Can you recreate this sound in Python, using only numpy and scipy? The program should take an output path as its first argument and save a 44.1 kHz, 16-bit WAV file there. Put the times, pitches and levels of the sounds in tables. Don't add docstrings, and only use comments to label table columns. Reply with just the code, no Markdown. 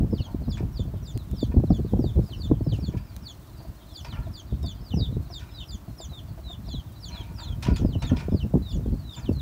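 import sys
import numpy as np
from scipy import signal
from scipy.fft import rfft, irfft
from scipy.io import wavfile
from scipy.ndimage import uniform_filter1d

SR = 44100
rng = np.random.default_rng(int(sys.argv[2]) if len(sys.argv) > 2 else 0)


def wrap_up_sound(samples):
    columns = np.atleast_2d(samples).T
    tamed = np.clip(columns, -1, 1)
    steps = np.round(tamed * 32767).astype(np.int16)
    wavfile.write(sys.argv[1], SR, steps)


N = 414981

# (time [s], level [dB])
STROKE_LEVELS = [(0.0, -68), (2.4, -61), (2.59, -68), (3.96, -61.5), (4.35, -66), (9.41, -62.5)]
# (frequency [Hz], level [dB])
HISS_COLOUR = [(7000, -16), (10600, -18), (15700, -16.5)]
# (time [s], nominal peak [dB], treble tilt [dB/octave], t60 at 1800 Hz [s])
SCUFF_EVENTS = [(0.255, -36, -30, 0.51), (0.5717, -33, -3, 0.17), (1.514, -35, -11, 0.1),
                (2.726, -43.5, 6, 0.41), (2.916, -38.5, -5.5, 0.45), (2.97, -39.5, 3, 0.094),
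                (3.11, -50.5, 7, 0.38), (4.044, -29.5, -2.5, 0.23), (4.1257, -34, -4, 0.13),
                (4.1494, -34, -7.5, 0.38), (5.385, -39.5, 1, 0.65), (7.085, -35, -4, 0.91),
                (7.372, -33.5, -6, 0.58), (7.622, -26, 0.5, 0.3), (7.662, -24.5, -6.5, 0.24),
                (7.758, -29, 2, 0.21), (8.0201, -25, -2, 0.2), (8.095, -32, -8, 0.21),
                (8.162, -30, -1.5, 0.36), (8.1923, -31.5, -3, 0.28), (9.164, -34.5, -5, 0.31)]
# (frequency [Hz], width [Hz], level [dB])
SCUFF_RESONANCES = [(670, 61, -7.5), (949, 36, 1), (1413, 45, -1), (1797, 37, -5), (2426, 174, -5)]
# (time [s], peak [dB])
TOOTH_SNAPS = [(1.176, -22), (1.314, -31.5), (3.165, -24.5), (4.63, -34), (4.664, -34)]
# (time [s], level [dB])
WIND_LEVELS = [(0, -19.5), (.18, -29), (1.2, -32), (1.75, -24.5), (2.4, -29.5), (2.95, -27), (3.09, -39),
               (3.96, -43), (4.27, -27.5), (4.4, -45), (4.55, -24.5), (4.85, -38.5), (4.97, -24),
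               (5.48, -41), (6.4, -35.5), (7.0, -38), (7.58, -31), (7.75, -22.5), (8.6, -30.5), (8.88, -23),
               (9.09, -36), (9.41, -26)]
# (frequency [Hz], level [dB])
RUMBLE_COLOUR = [(20, -48), (50, 3), (120, -2), (250, -16.5), (500, -44.5)]
FLAP_COLOUR = [(60, -12.5), (200, 5), (400, -8), (700, -21), (1100, -37.5), (2000, -107)]
# (time [s], nominal level [dB])
BUFFET_EVENTS = [(0.127, -15), (0.345, -25), (0.481, -21), (0.605, -26), (0.627, -23.5), (0.794, -18.5),
                 (0.853, -33), (0.937, -25), (1.165, -29), (1.428, -17.5), (1.54, -19), (1.565, -18),
                 (1.599, -25), (1.636, -16.5), (1.703, -11.5), (1.788, -22.5), (1.847, -24), (1.934, -14),
                 (1.99, -15), (2.039, -18.5), (2.168, -22), (2.188, -17), (2.512, -10), (2.608, -20),
                 (2.664, -17.5), (2.786, -25), (2.939, -21), (4.522, -27), (4.936, -17), (4.969, -23),
                 (5.124, -30), (5.166, -23.5), (6.738, -25), (7.683, -16.5), (7.847, -15.5), (7.953, -19.5),
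                 (8.114, -19.5), (8.283, -20.5), (8.32, -23), (8.344, -20), (8.537, -13), (8.552, -14),
                 (8.567, -19.5), (8.859, -24), (9.29, -15.5)]
# (time from the drop [s], pitch [Hz], relative level [dB])
STEP_SHAPE = [(-.068, 5394, -19), (-.052, 5650, -13.5), (-.03, 4855, -7), (-.009, 4420, 6), (0, 3640, -3.5),
              (.012, 3520, 3.5), (.026, 3420, 0), (.038, 3125, -5), (.051, 2720, -17)]
DIVE_SHAPE = [(-.125, 5150, -16), (-.09, 5300, -23), (-.045, 4630, -13.5), (-.015, 4020, -13),
              (0, 3120, -6.5), (.012, 2980, -2.5), (.027, 2690, -12.5), (.043, 2640, -20)]
SLIDE_SHAPE = [(-.105, 4020, -6.5), (-.07, 3974, -3.5), (-.045, 3696, 4), (-.02, 3603, 2.5), (0, 3400, 3.5),
               (.018, 2660, -9)]
ARCH_SHAPE = [(-0.065, 3960, 0), (-0.045, 4240, 0), (-0.012, 3890, 3), (0.0, 3415, 4), (0.035, 3280, -2),
              (0.052, 3014, -2)]
# (time of the drop [s], level [dB], lead-in stretch [factor], pitch [factor], octave [dB])
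STEP_CALLS = [(0.235, -50.5, 1.04, 0.95, -1), (0.523, -45, 0.61, 0.98, 1), (0.786, -48, 0.99, 1.01, -3),
              (1.073, -48.5, 0.82, 1.034, 5), (1.409, -47, 1.02, 1.01, -1.5), (1.736, -49.5, 0.78, 0.98, 0),
              (2.061, -49.5, 1.23, 1.04, -8), (2.43, -47.5, 1.17, 1.015, -4),
              (2.862, -48.5, 1.11, 0.98, 2.5), (3.282, -46.5, 1.08, 0.98, 2),
              (3.972, -45.5, 0.85, 0.98, 1.5), (4.371, -46.5, 0.94, 0.98, 3), (4.684, -45, 1.07, 0.98, -1),
              (5.012, -38.5, 1.16, 1.07, -24), (5.347, -43.5, 0.89, 1.034, -3.5),
              (5.716, -47, 0.95, 1.01, 6), (6.012, -47.5, 0.827, 1.02, 9.5), (6.697, -46.5, 0.64, 0.99, 0),
              (7.055, -45.5, 0.93, 0.98, 5.5), (7.407, -46, 1.06, 1.03, 2.5),
              (7.77, -49.5, 1.06, 0.97, 6.5), (8.066, -50, 1.1, 0.97, 7), (8.724, -51.5, 0.71, 0.99, 9),
              (9.158, -53, 0.86, 1.02, 9.5)]
# (time of the drop [s], level [dB], lead-in stretch [factor])
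DIVE_CALLS = [(0.185, -38.5, 0.69), (2.327, -40, 0.81), (2.727, -38.5, 0.74), (4.127, -40, 0.95),
              (4.915, -39, 0.91), (5.607, -38, 0.81), (7.934, -41.5, 0.97), (8.405, -38, 0.79),
              (9.264, -42, 0.74)]
# (time of the drop [s], level [dB])
SLIDE_CALLS = [(5.633, -47), (6.19, -49.5), (6.538, -45.5), (8.09, -48.5), (8.718, -49), (9.144, -48)]
# (time of the drop [s], level [dB], lead-in stretch [factor])
ARCH_CALLS = [(6.76, -44.5, 0.8), (7.171, -46, 0.93), (7.486, -48, 1), (9.407, -52, 0.81)]
# (time [s], level [dB], start pitch [Hz], end pitch [Hz], length [s])
GLIDE_CALLS = [(1.134, -56, 5200, 3410, 0.095), (1.392, -53, 5430, 3720, 0.079),
               (1.648, -60, 4870, 3200, 0.057), (3.029, -63, 5550, 3680, 0.15),
               (3.52, -62, 4440, 3740, 0.051), (3.876, -58, 3860, 3100, 0.093),
               (4.463, -62, 4650, 2970, 0.065), (4.618, -47, 3785, 3500, .118),
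               (4.989, -47.5, 3770, 3500, .105), (6.948, -56, 4220, 3850, 0.049),
               (6.262, -66, 4480, 4150, 0.075), (8.966, -56.5, 4940, 3960, 0.087),
               (9.312, -54, 4820, 4000, 0.065)]
# (time [s], nominal level [dB])
CLUCK_EVENTS = [(2.284, -40), (3.6, -42), (3.642, -44), (4.261, -41), (4.636, -40), (5.3, -41.5),
                (5.875, -45), (5.998, -40), (6.115, -45), (6.375, -41.5), (6.495, -42.5), (6.674, -44)]
# (frequency [Hz], level [dB])
YARD_COLOUR = [(180, -24), (300, 2.5), (477, -12.5), (664, -4.5), (758, -10), (1020, -9.5), (2190, -21),
               (3840, -23.5), (10400, -32.5), (14900, -23), (15700, -20)]


def combing():
    return amp(along(STROKE_LEVELS) + 2 * lumps(1.1, 40)) * noise(HISS_COLOUR)


def scuffs():
    ring_db, ring_spread_db = 6, 2
    linger = 1.4
    swell_s = 0.06
    grit_db = 3
    out = np.zeros(N)
    hz = np.fft.rfftfreq(256, 1 / SR)[:, None] + 1
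    t = np.arange(240) * 64 / SR
    edges_db = -25 * np.log2(np.maximum(700 / hz, 1)) - 17.5 * np.log2(np.maximum(hz / 6000, 1))
    scratch_fade_db = -60 * t * (hz / 1800) ** 0.34
    for s, db, tilt_db, t60 in SCUFF_EVENTS:
        real, imag, patches = rng.standard_normal((3, len(hz), len(t)))
        patches = evened(uniform_filter1d(uniform_filter1d(patches, 4, 0), 20, 1))
        snags = evened(uniform_filter1d(rng.standard_normal(len(t)), 4))
        colour_db = tilt_db * np.log2(np.maximum(hz, 900) / 1800) + 2.7 * patches + 1.3 * snags
        colour = (real + 1j * imag) * amp(colour_db)
        scratch = from_spectra(colour * amp(edges_db + scratch_fade_db / t60))
        drive = from_spectra(colour * amp(-60 * t / (linger * t60)))

        u = np.arange(len(drive)) / SR
        rise = np.minimum(u / (swell_s * t60 ** 2 + 0.001), 1)
        rise *= np.minimum((u[-1] - u) / 0.15, 1)
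        grit = amp(grit_db * evened(uniform_filter1d(rng.standard_normal(len(u)), 40)))
        rings = np.zeros(len(u))
        for mode_hz, width, mode_db in SCUFF_RESONANCES:
            grip, shift = rng.standard_normal(2)
            gain = amp(ring_db + mode_db + ring_spread_db * grip)
            rings += gain * ring(drive * rise * grit, mode_hz * (1 + 0.025 * shift), width)
        burst = amp(min(db + 30.5, 0)) * scratch * rise * grit + rings
        loudest_rms = np.sqrt(uniform_filter1d(burst ** 2, 1000).max())
        add(out, s, amp(db) * burst / (3 * loudest_rms))
    return out


def tooth_snaps():
    out = np.zeros(N)
    t = np.arange(100) / SR
    for s, db in TOOTH_SNAPS:
        snap = amp(-60 * t / 0.0051) * rng.standard_normal(len(t))
        add(out, s, amp(db) * snap / abs(snap).max())
    return out


def wind():
    lull_db, eddy_low_db, eddy_high_db = 4, 0.1, 5.5
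    flap_db, flap_at_db, flap_slope = -46.5, -27.5, 1.94
    front_db, front_s = 3, 0.0036
    swing_s = 0.0085
    wake_db, wake_s = -13.5, 0.018
    slap_hz, slap_s = 438, 0.00614
    lulls, eddies = lumps(3, 20), lumps(10, 70)
    pressure = amp(along(WIND_LEVELS))
    fronts, swings = np.zeros((2, N))
    t = np.arange(0, 0.25, 1 / SR)
    for s, db in BUFFET_EVENTS:
        pitch, phase = rng.random(2)
        add(fronts, s, amp(db + front_db) * pulse(t, front_s) ** 2)
        cycles = (55 + 70 * pitch) * t - slap_hz * slap_s * np.exp(-t / slap_s) + phase
        envelope = pulse(t, swing_s) * (1 - np.exp(-t / 0.0023))
        add(swings, s, amp(db) * envelope * np.sin(2 * np.pi * cycles))
        add(pressure, s, amp(db + wake_db) * pulse(t, wake_s))
    strength_db = 20 * np.log10(pressure) + lull_db * lulls
    rumble = amp(strength_db + eddy_low_db * eddies)
    flapping_db = flap_db + flap_slope * (strength_db - flap_at_db) + eddy_high_db * eddies
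    flapping = amp(np.minimum(flapping_db, -21)) + fronts
    return rumble * noise(RUMBLE_COLOUR) + flapping * noise(FLAP_COLOUR) + swings


def sparrows():
    far_count, far_db, far_t60_s = 160, -66.5, 0.23
    birds, flock = np.zeros((2, N))
    for shape, calls, octave_db, bow_hz in (
            (STEP_SHAPE, STEP_CALLS, -9, 928), (DIVE_SHAPE, DIVE_CALLS, -24, 0),
            (SLIDE_SHAPE, SLIDE_CALLS, -18, 0), (ARCH_SHAPE, ARCH_CALLS, -18, 0)):
        for s, *call in calls:
            lead, sound = chirp(shape, octave_db, *call, bow_hz=bow_hz)
            add(birds, s + lead, sound)
    for s, db, *shape in GLIDE_CALLS:
        add(birds, s, chirp(glide(*shape), -25, db)[1])
    for at, size, top, fall in rng.random((far_count, 4)):
        hz = 3900 + 1400 * top
        shape = glide(hz, hz * (0.9 - 0.2 * fall), 0.03 + 0.04 * fall)
        add(flock, at * N / SR, chirp(shape, -40, far_db + 8 * (size - 0.5))[1])

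    t = np.arange(SR // 4) / SR
    haze = rng.standard_normal(len(t)) * amp(-60 * t / far_t60_s)
    birds += flock + reverberate(flock, haze)
    echoes = rng.standard_normal(len(t)) * amp(-60 * t / 0.14) * (t > 0.004)
    return birds + amp(-7.5) * reverberate(birds, echoes)


def chirp(shape, octave_db, level_db, early=1, pitch=1, brighter_db=0, bow_hz=0):
    tail_per_pitch = 2.5
    waver_share, flutter_db = 0.0061, 3
    s, hz, db = np.transpose(shape)
    s = s * np.where(s < 0, early, 1 + tail_per_pitch * (pitch - 1))
    t = np.arange(s[0], s[-1], 1 / SR)
    waver, flutter = (evened(uniform_filter1d(uniform_filter1d(v, 200), 200))
                      for v in rng.standard_normal((2, len(t))))
    bulge = bow_hz * (1.1 - early) * np.sin(np.pi * np.clip((t + 0.0043) / s[0], 0, 1) ** 0.71)
    bowed_hz = np.minimum(np.interp(t, s, hz) + bulge, hz.max())
    hz = uniform_filter1d(bowed_hz * pitch, 100) * (1 + waver_share * waver)
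    turn = 2 * np.pi * np.cumsum(hz) / SR
    shape_db = np.interp(t, s, db)
    octave = amp(octave_db + brighter_db) * np.clip((3760 * pitch - hz) / 100, 0.12, 1)
    octave *= amp(-0.75 * shape_db)
    level = amp(level_db + shape_db + flutter_db * flutter)
    level *= np.minimum((t - t[0]) / 0.015, 1) * np.minimum((t[-1] - t) / 0.006, 1)
    return s[0], np.sqrt(2) * level * (np.sin(turn) + octave * np.sin(2 * turn))


def glide(from_hz, to_hz, length):
    return [(0, from_hz, -8), (length / 2, 0.55 * from_hz + 0.42 * to_hz, 0), (length, to_hz, -5)]


def hen():
    out = np.zeros(N)
    t = np.arange(0, 0.06, 1 / SR)
    for s, db in CLUCK_EVENTS:
        pitch = rng.uniform(0.96, 1.03)
        hoarse = evened(uniform_filter1d(rng.standard_normal(len(t)), 120))
        turn = 2 * np.pi * 345 * pitch * (t - 0.56 * t ** 2)
        voice = 0.81 * np.sin(turn) + np.sin(2 * turn) + amp(-11) * np.sin(3 * turn)
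        add(out, s, amp(db) * voice * (1 + 0.67 * hoarse) * pulse(t, 0.0079))
    return out


def yard():
    return amp(-51.5) * noise(YARD_COLOUR)


def amp(db):
    return 10 ** (np.asarray(db) / 20)


def evened(x):
    return x / np.sqrt(np.mean(x ** 2) + 1e-20)


def add(mix, s, sound):
    part = mix[round(s * SR):][:len(sound)]
    part += sound[:len(part)]


def along(rows):
    return np.interp(np.arange(N) / SR, *np.transpose(rows))


def noise(spectrum):
    f, db = np.transpose(spectrum)
    hz = np.fft.rfftfreq(N, 1 / SR) + 1
    gain = amp(np.interp(np.log(hz), np.log(f), db)) * (hz > f[0] / 2) * (hz <= f[-1])
    return evened(irfft(rfft(rng.standard_normal(N)) * gain, N))


def lumps(lo_hz, hi_hz):
    return noise([(lo_hz / 2, -40), (lo_hz, 0), (hi_hz, -6), (hi_hz * 2, -40)])


def pulse(t, peak_s):
    return t / peak_s * np.exp(1 - t / peak_s)


def ring(x, hz, width):
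    return signal.lfilter(*signal.iirpeak(hz, hz / width, SR), x)


def from_spectra(spectra):
    return signal.istft(spectra, nperseg=256, noverlap=192)[1][128:]


def reverberate(x, response):
    return signal.fftconvolve(x, response / np.linalg.norm(response))[:N]


def scene():
    return (combing() + scuffs() + tooth_snaps() + wind() + sparrows() + hen() + yard())[None]


def record(dry):
    squeezed = 0.5 * np.tanh(dry / 0.7)
    low_pass = signal.firwin(511, 15720, window=("kaiser", 9), fs=SR)
    return signal.oaconvolve(squeezed, low_pass[None], "same")


dry = scene()
out = record(dry)
wrap_up_sound(out)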